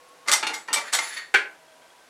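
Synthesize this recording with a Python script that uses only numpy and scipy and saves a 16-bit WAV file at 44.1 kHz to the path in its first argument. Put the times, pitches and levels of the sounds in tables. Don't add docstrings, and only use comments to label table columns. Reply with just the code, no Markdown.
import sys
import numpy as np
from scipy import signal
from scipy.fft import rfft, irfft, next_fast_len
from scipy.io import wavfile
from scipy.ndimage import map_coordinates

SR = 44100
rng = np.random.default_rng(int(sys.argv[2]) if len(sys.argv) > 2 else 0)


def nominal_scale(level):
    x = np.asarray(level, float) / 20
    return 10 ** x


def inscribe(sig):
    pcm = np.round(np.clip(np.atleast_2d(sig).T, -1, 1) * 32767)
    wavfile.write(sys.argv[1], SR, pcm.astype(np.int16))


N = 92477

SLIDE_ROOM_DB = -10.5


def unit(x):
    return x / np.sqrt(np.mean(x ** 2) + 1e-20)


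def along(points, hz):
    point_hz, value = np.transpose(points)
    return np.interp(np.log(hz + 1), np.log(point_hz + 1), value)


def wobble(rate):
    knots = rng.standard_normal(int(N * rate / SR) + 4)
    return map_coordinates(knots, [np.arange(N) * rate / SR])


def contacts(count, rate, spread_db):
    u = rng.random((count, 2))
    hit = u[:, 0] < rate / SR
    sign = np.sign(u[:, 1] - .5)
    size = nominal_scale(spread_db * rng.standard_normal(count))
    return unit(hit * sign * size)


def sounded(force, modes, body, body_db, tilt_db):
    mode_spread_db, small_hz = 2, 130
    m = next_fast_len(len(force) + 8192, real=True) // 2 * 2
    hz = np.fft.rfftfreq(m, 1 / SR)
    power = nominal_scale(2 * (along(body, hz) + body_db))
    for (center, width, db), r in zip(modes, rng.standard_normal(len(modes))):
        peak = nominal_scale(2 * (db + mode_spread_db * r))
        power = power + peak / (1 + (2 * (hz - center) / width) ** 2) ** 2
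    power *= nominal_scale(2 * tilt_db * np.log2((hz + 500) / 2500))
    power *= (hz ** 2 / (hz ** 2 + small_hz ** 2)) ** 2

    cepstrum = irfft(.5 * np.log(power / power.mean() + 1e-12), m)
    cepstrum[1:m // 2] *= 2
    cepstrum[m // 2 + 1:] = 0
    response = np.exp(rfft(cepstrum))
    return irfft(rfft(force, m) * response, m)[:len(force)]


def room(x, wet_db):
    # (frequency [Hz], t60 [s])
    decay = [(200, 0.44), (530, 0.44), (1400, 0.3), (3700, 0.24), (9700, 0.22), (16000, 0.11)]
    delay_s = .003
    hz, t, z = signal.stft(rng.standard_normal(SR // 2), SR, nperseg=128)
    fading = z * nominal_scale(-60 * t / along(decay, hz)[:, None])
    tail = signal.istft(fading, SR, nperseg=128)[1]
    tail = np.pad(tail, (round(delay_s * SR), 0))
    return x + nominal_scale(wet_db) * signal.fftconvolve(x, tail / np.linalg.norm(tail))[:len(x)]


def blows(rows, modes, body):
    contacts_per_s, size_spread_db = 12000, 3
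    clumps_per_s, clump_db = 350, 2
    body_db, room_db = -0.5, -3
    out, t = np.zeros(N + SR), np.arange(SR // 2) / SR
    for start, db, rise, hold, tilt_db in rows:
        swell = np.clip(t / max(rise, 1e-4), 0, 1)
        stop = nominal_scale(-60 * np.clip(t - rise - hold, 0, None) / 0.033)
        level = nominal_scale(db + clump_db * wobble(clumps_per_s)[:len(t)])
        force = level * swell * stop * contacts(len(t), contacts_per_s, size_spread_db)
        blow = sounded(force, modes, body, body_db, tilt_db)
        out[round(start * SR):][:len(t)] += room(blow, room_db)
    return out[:N]


def hiss():
    # (frequency [Hz], relative density [dB per Hz])
    spectrum = [(12, -56), (20, -36), (81, -20.5), (120, -32), (164, -11.5), (211, -27.5), (243, -12),
                (391, -12), (490, -8.5), (648, -7), (1070, -9.5), (1170, -11), (1550, -11), (1830, -13),
                (10700, -24), (16300, -40)]
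    shape = nominal_scale(along(spectrum, np.fft.rfftfreq(N, 1 / SR)))
    noise = irfft(rfft(rng.standard_normal(N)) * shape, N)
    return nominal_scale(-55.2 + 0.57 * wobble(7.15)) * unit(noise)


def faint_tones():
    # (start [s], end [s], frequency [Hz], level [dB]), frequency and level before wavering;
    # the fade opens 60 ms ahead of the start and is shut 18 ms after the end
    tones = [(0, .26, 500, -61), (0, .27, 1095, -59), (1.45, 2.1, 1560, -64), (1.55, 2, 965, -64),
             (1.42, 1.85, 630, -62)]
    t, out = np.arange(N) / SR, np.zeros(N)
    for start, end, hz, db in tones:
        fade = np.clip(np.minimum(t - start + 0.06, end - t + 0.018) / 0.013, 0, 1)
        level = nominal_scale(db + 3.5 * wobble(25))
        phase = 2 * np.pi * np.cumsum(hz + 8 * wobble(30)) / SR
        out += fade * level * np.sin(phase)
    return out


def ticks():
    # (time of the peak [s], level [dB], frequency [Hz])
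    pulses = [(.09, -59, 10950), (1.685, -58, 3300), (1.728, -59, 3340), (1.826, -58.5, 3250),
              (1.906, -55, 3300), (1.996, -60, 3300)]
    bell_s = 0.0066
    t, out = np.arange(N) / SR, np.zeros(N)
    for peak, db, hz in pulses:
        out += nominal_scale(db) * np.exp(-((t - peak) / bell_s) ** 2) * np.sin(2 * np.pi * hz * t)
    return out


def base_knocks():
    # (time [s], force level [dB], rise [s], chatter [s], brightness [dB per octave])
    knocks = [(.4273, -22.5, 0.00017, 0.0085, -1), (.4677, -23.5, .0005, 0.0051, 1.5),
              (.492, -32, 0.0013, 0.018, -3.5), (.676, -45, .002, .004, 1),
              (.6827, -32, 0.00033, 0.0052, -2.5), (.70, -38.5, 0.003, 0.018, -6.5)]
    # (frequency [Hz], width [Hz], relative level [dB])
    modes = [(872, 130, 0), (1420, 43, 0), (2310, 140, -2), (2690, 21, -3), (2810, 140, -3), (3660, 63, -7),
             (4310, 140, -9), (4630, 64, -11), (5930, 150, -12), (6620, 68, -13)]
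    # (frequency [Hz], relative density [dB per Hz])
    body = [(35, -78), (60, -46.5), (357, -11), (773, -16.5), (869, -5.5), (1150, -6.5), (1420, -8),
            (2330, -6.5), (5170, -16.5), (9280, -22.5), (11700, -32), (16300, -64)]
    return blows(knocks, modes, body)


def slides():
    # (time [s], level [dB], bright share [0-1])
    paths = [
        [(0.55, -37, 0.5), (0.634, -53, 0.6), (0.64, -62, 0.5)],
        [(0.81, -32.5, 0.4), (0.836, -44.5, 0.2), (0.884, -32.5, 0.14), (0.918, -46.5, 0.1), (0.925, -33, 0.2)],
        [(1.01, -29, 0.1), (1.028, -31, 0.87), (1.162, -36.5, 0.35), (1.172, -32, 0.26), (1.204, -34, 0),
         (1.324, -63, 0), (1.33, -65, 0.4)],
    ]
    # (frequency [Hz], width [Hz], relative level [dB])
    modes = [(3570, 45, -5), (4460, 59, -3), (5580, 50, -13), (6210, 33, -6), (6910, 49, -4), (7260, 35, 0),
             (8760, 62, -16), (9360, 35, -8), (10100, 39, -2), (12000, 33, -24), (12600, 40, -20),
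             (13000, 53, -22), (13500, 33, -27), (14700, 77, -25)]
    # (frequency [Hz], relative density [dB per Hz])
    body = [(35, -79), (60, -48), (519, -21), (773, -24), (1420, -9.5), (1880, -1.5), (2940, -13),
            (4490, -12), (5950, -22), (7170, -14.5), (8450, -26), (10400, -19), (11200, -31), (15200, -42),
            (16300, -57)]
    slips_per_s, slip_spread_db = 9000, 3
    tilt = 3.5
    trim_db = -3.5
    t, out = np.arange(N) / SR, np.zeros(N)
    for path in paths:
        time, db, bright = np.transpose(path)
        level = nominal_scale(np.interp(t, time, db, left=-120, right=-120) + 0.99 * wobble(58.7))
        share = np.clip(np.interp(t, time, bright), 0, 1)
        for part, tilt_db in ((share, tilt), (1 - share, -tilt)):
            force = level * np.sqrt(part) * contacts(N, slips_per_s, slip_spread_db)
            out += sounded(force, modes, body, 0, tilt_db)
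    return nominal_scale(trim_db) * room(out, SLIDE_ROOM_DB)


def rings():
    # (time [s], frequency [Hz], level [dB], t60 [s])
    ringing = [(.282, 2086, -21.5, 0.17), (.316, 2058, -30, 0.32), (.43, 862, -29, .15),
               (.429, 2320, -29.5, 0.1), (.47, 2795, -33, .08), (.535, 2117, -27, 0.13),
               (.538, 5700, -36, 0.081), (.555, 7740, -43.5, 0.32), (.684, 1828, -29.5, 0.094),
               (.285, 4400, -31, .08), (.288, 5680, -32, .08), (.853, 1600, -40, .1),
               (.759, 2324, -22.5, 0.17), (.73, 8050, -18, 0.11), (.934, 8050, -15, 0.062),
               (.988, 2106, -16.5, 0.12), (.988, 1177, -29.5, 0.17), (1.1, 1718, -36, 0.35),
               (1.123, 4465, -41, .12), (1.2, 4440, -44, .12), (1.13, 3570, -45, .3), (1.17, 3570, -43, .4),
               (1.167, 4445, -35, .2), (1.09, 10150, -37, .2), (1.14, 10120, -43, 0.29),
               (1.165, 2196, -33.5, 0.24), (1.164, 1860, -32, .3), (1.34, 420, -29, .1),
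               (1.3412, 800, -22, .1), (1.345, 1520, -44, 0.21), (1.345, 1720, -28, 0.13)]
    longest_s = .45
    out, t = np.zeros(N + SR), np.arange(SR // 2) / SR
    for start, hz, db, t60 in ringing:
        decay = nominal_scale(db - 60 * t / min(t60, longest_s))
        onset = 1 - np.exp(-t / 0.001)
        out[round(start * SR):][:len(t)] += decay * onset * np.sin(2 * np.pi * hz * t)
    return room(out[:N], SLIDE_ROOM_DB)


def heavy_clack():
    # (time [s], force level [dB], rise [s], chatter [s], brightness [dB per octave])
    bursts = [(1.34, -16.5, 0.00074, 0.0079, 6), (1.342, -17, 0.0015, 0.014, -1.5)]
    # (frequency [Hz], width [Hz], relative level [dB])
    modes = [(409, 53, -15), (834, 88, -16), (1040, 51, -15), (1400, 15, -7), (1530, 33, 0), (1680, 21, -3),
             (2340, 42, -5), (2580, 22, -7), (2860, 97, -9), (3090, 29, -12)]
    # (frequency [Hz], relative density [dB per Hz])
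    body = [(35, -82), (60, -57), (121, -41), (392, -18), (933, -18), (1050, -11), (1150, -17.5),
            (1530, -0.5), (1840, -7.5), (2270, -3), (4820, -24), (9280, -39), (15200, -63), (16300, -86)]
    return blows(bursts, modes, body)


def steel_clatters():
    # (time [s], force level [dB], rise [s], chatter [s], brightness [dB per octave])
    clatters = [(.258, -43.5, 0.0045, 0.014, -8.5), (.273, -30, .005, 0.0049, -2.2),
                (.282, -22, 0.0031, .011, -2.4), (.3143, -17.5, 0.0011, 0.025, 0.5),
                (.533, -32, .008, .01, -.7), (.7285, -22.5, 0.0017, 0.019, 0.5),
                (.758, -28.5, 0.0039, 0.023, -3.5), (.9255, -21.5, 0.0024, 0.028, 0),
                (.986, -23, 0.0034, 0.004, -3.5)]
    # (frequency [Hz], width [Hz], relative level [dB])
    modes = [(899, 75, -7), (1170, 39, -4), (2080, 73, 0), (3590, 48, -6), (4400, 94, -7), (5680, 160, -6),
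             (6060, 93, -9), (6880, 70, -7), (7810, 39, -7), (8040, 98, -4), (8680, 36, -9),
             (9380, 25, -14), (10100, 88, -12), (13400, 48, -24)]
    # (frequency [Hz], relative density [dB per Hz])
    body = [(35, -81), (60, -43), (626, -11), (773, -13), (890, -7), (1000, -13.5), (1180, -4),
            (1560, -6.5), (2070, -5.5), (2680, -11), (3550, -7), (8070, -8.5), (13800, -23.5), (16300, -52)]
    return blows(clatters, modes, body)


def scene():
    kitchen = hiss() + faint_tones() + ticks()
    cookware = base_knocks() + slides() + rings() + heavy_clack() + steel_clatters()
    mono = kitchen + cookware
    return np.array([mono, mono])


def top_cut(x):
    return signal.sosfilt(signal.butter(12, 16470, fs=SR, output="sos"), x)


def record(dry):
    return top_cut(dry)


dry = scene()
out = record(dry)
inscribe(out)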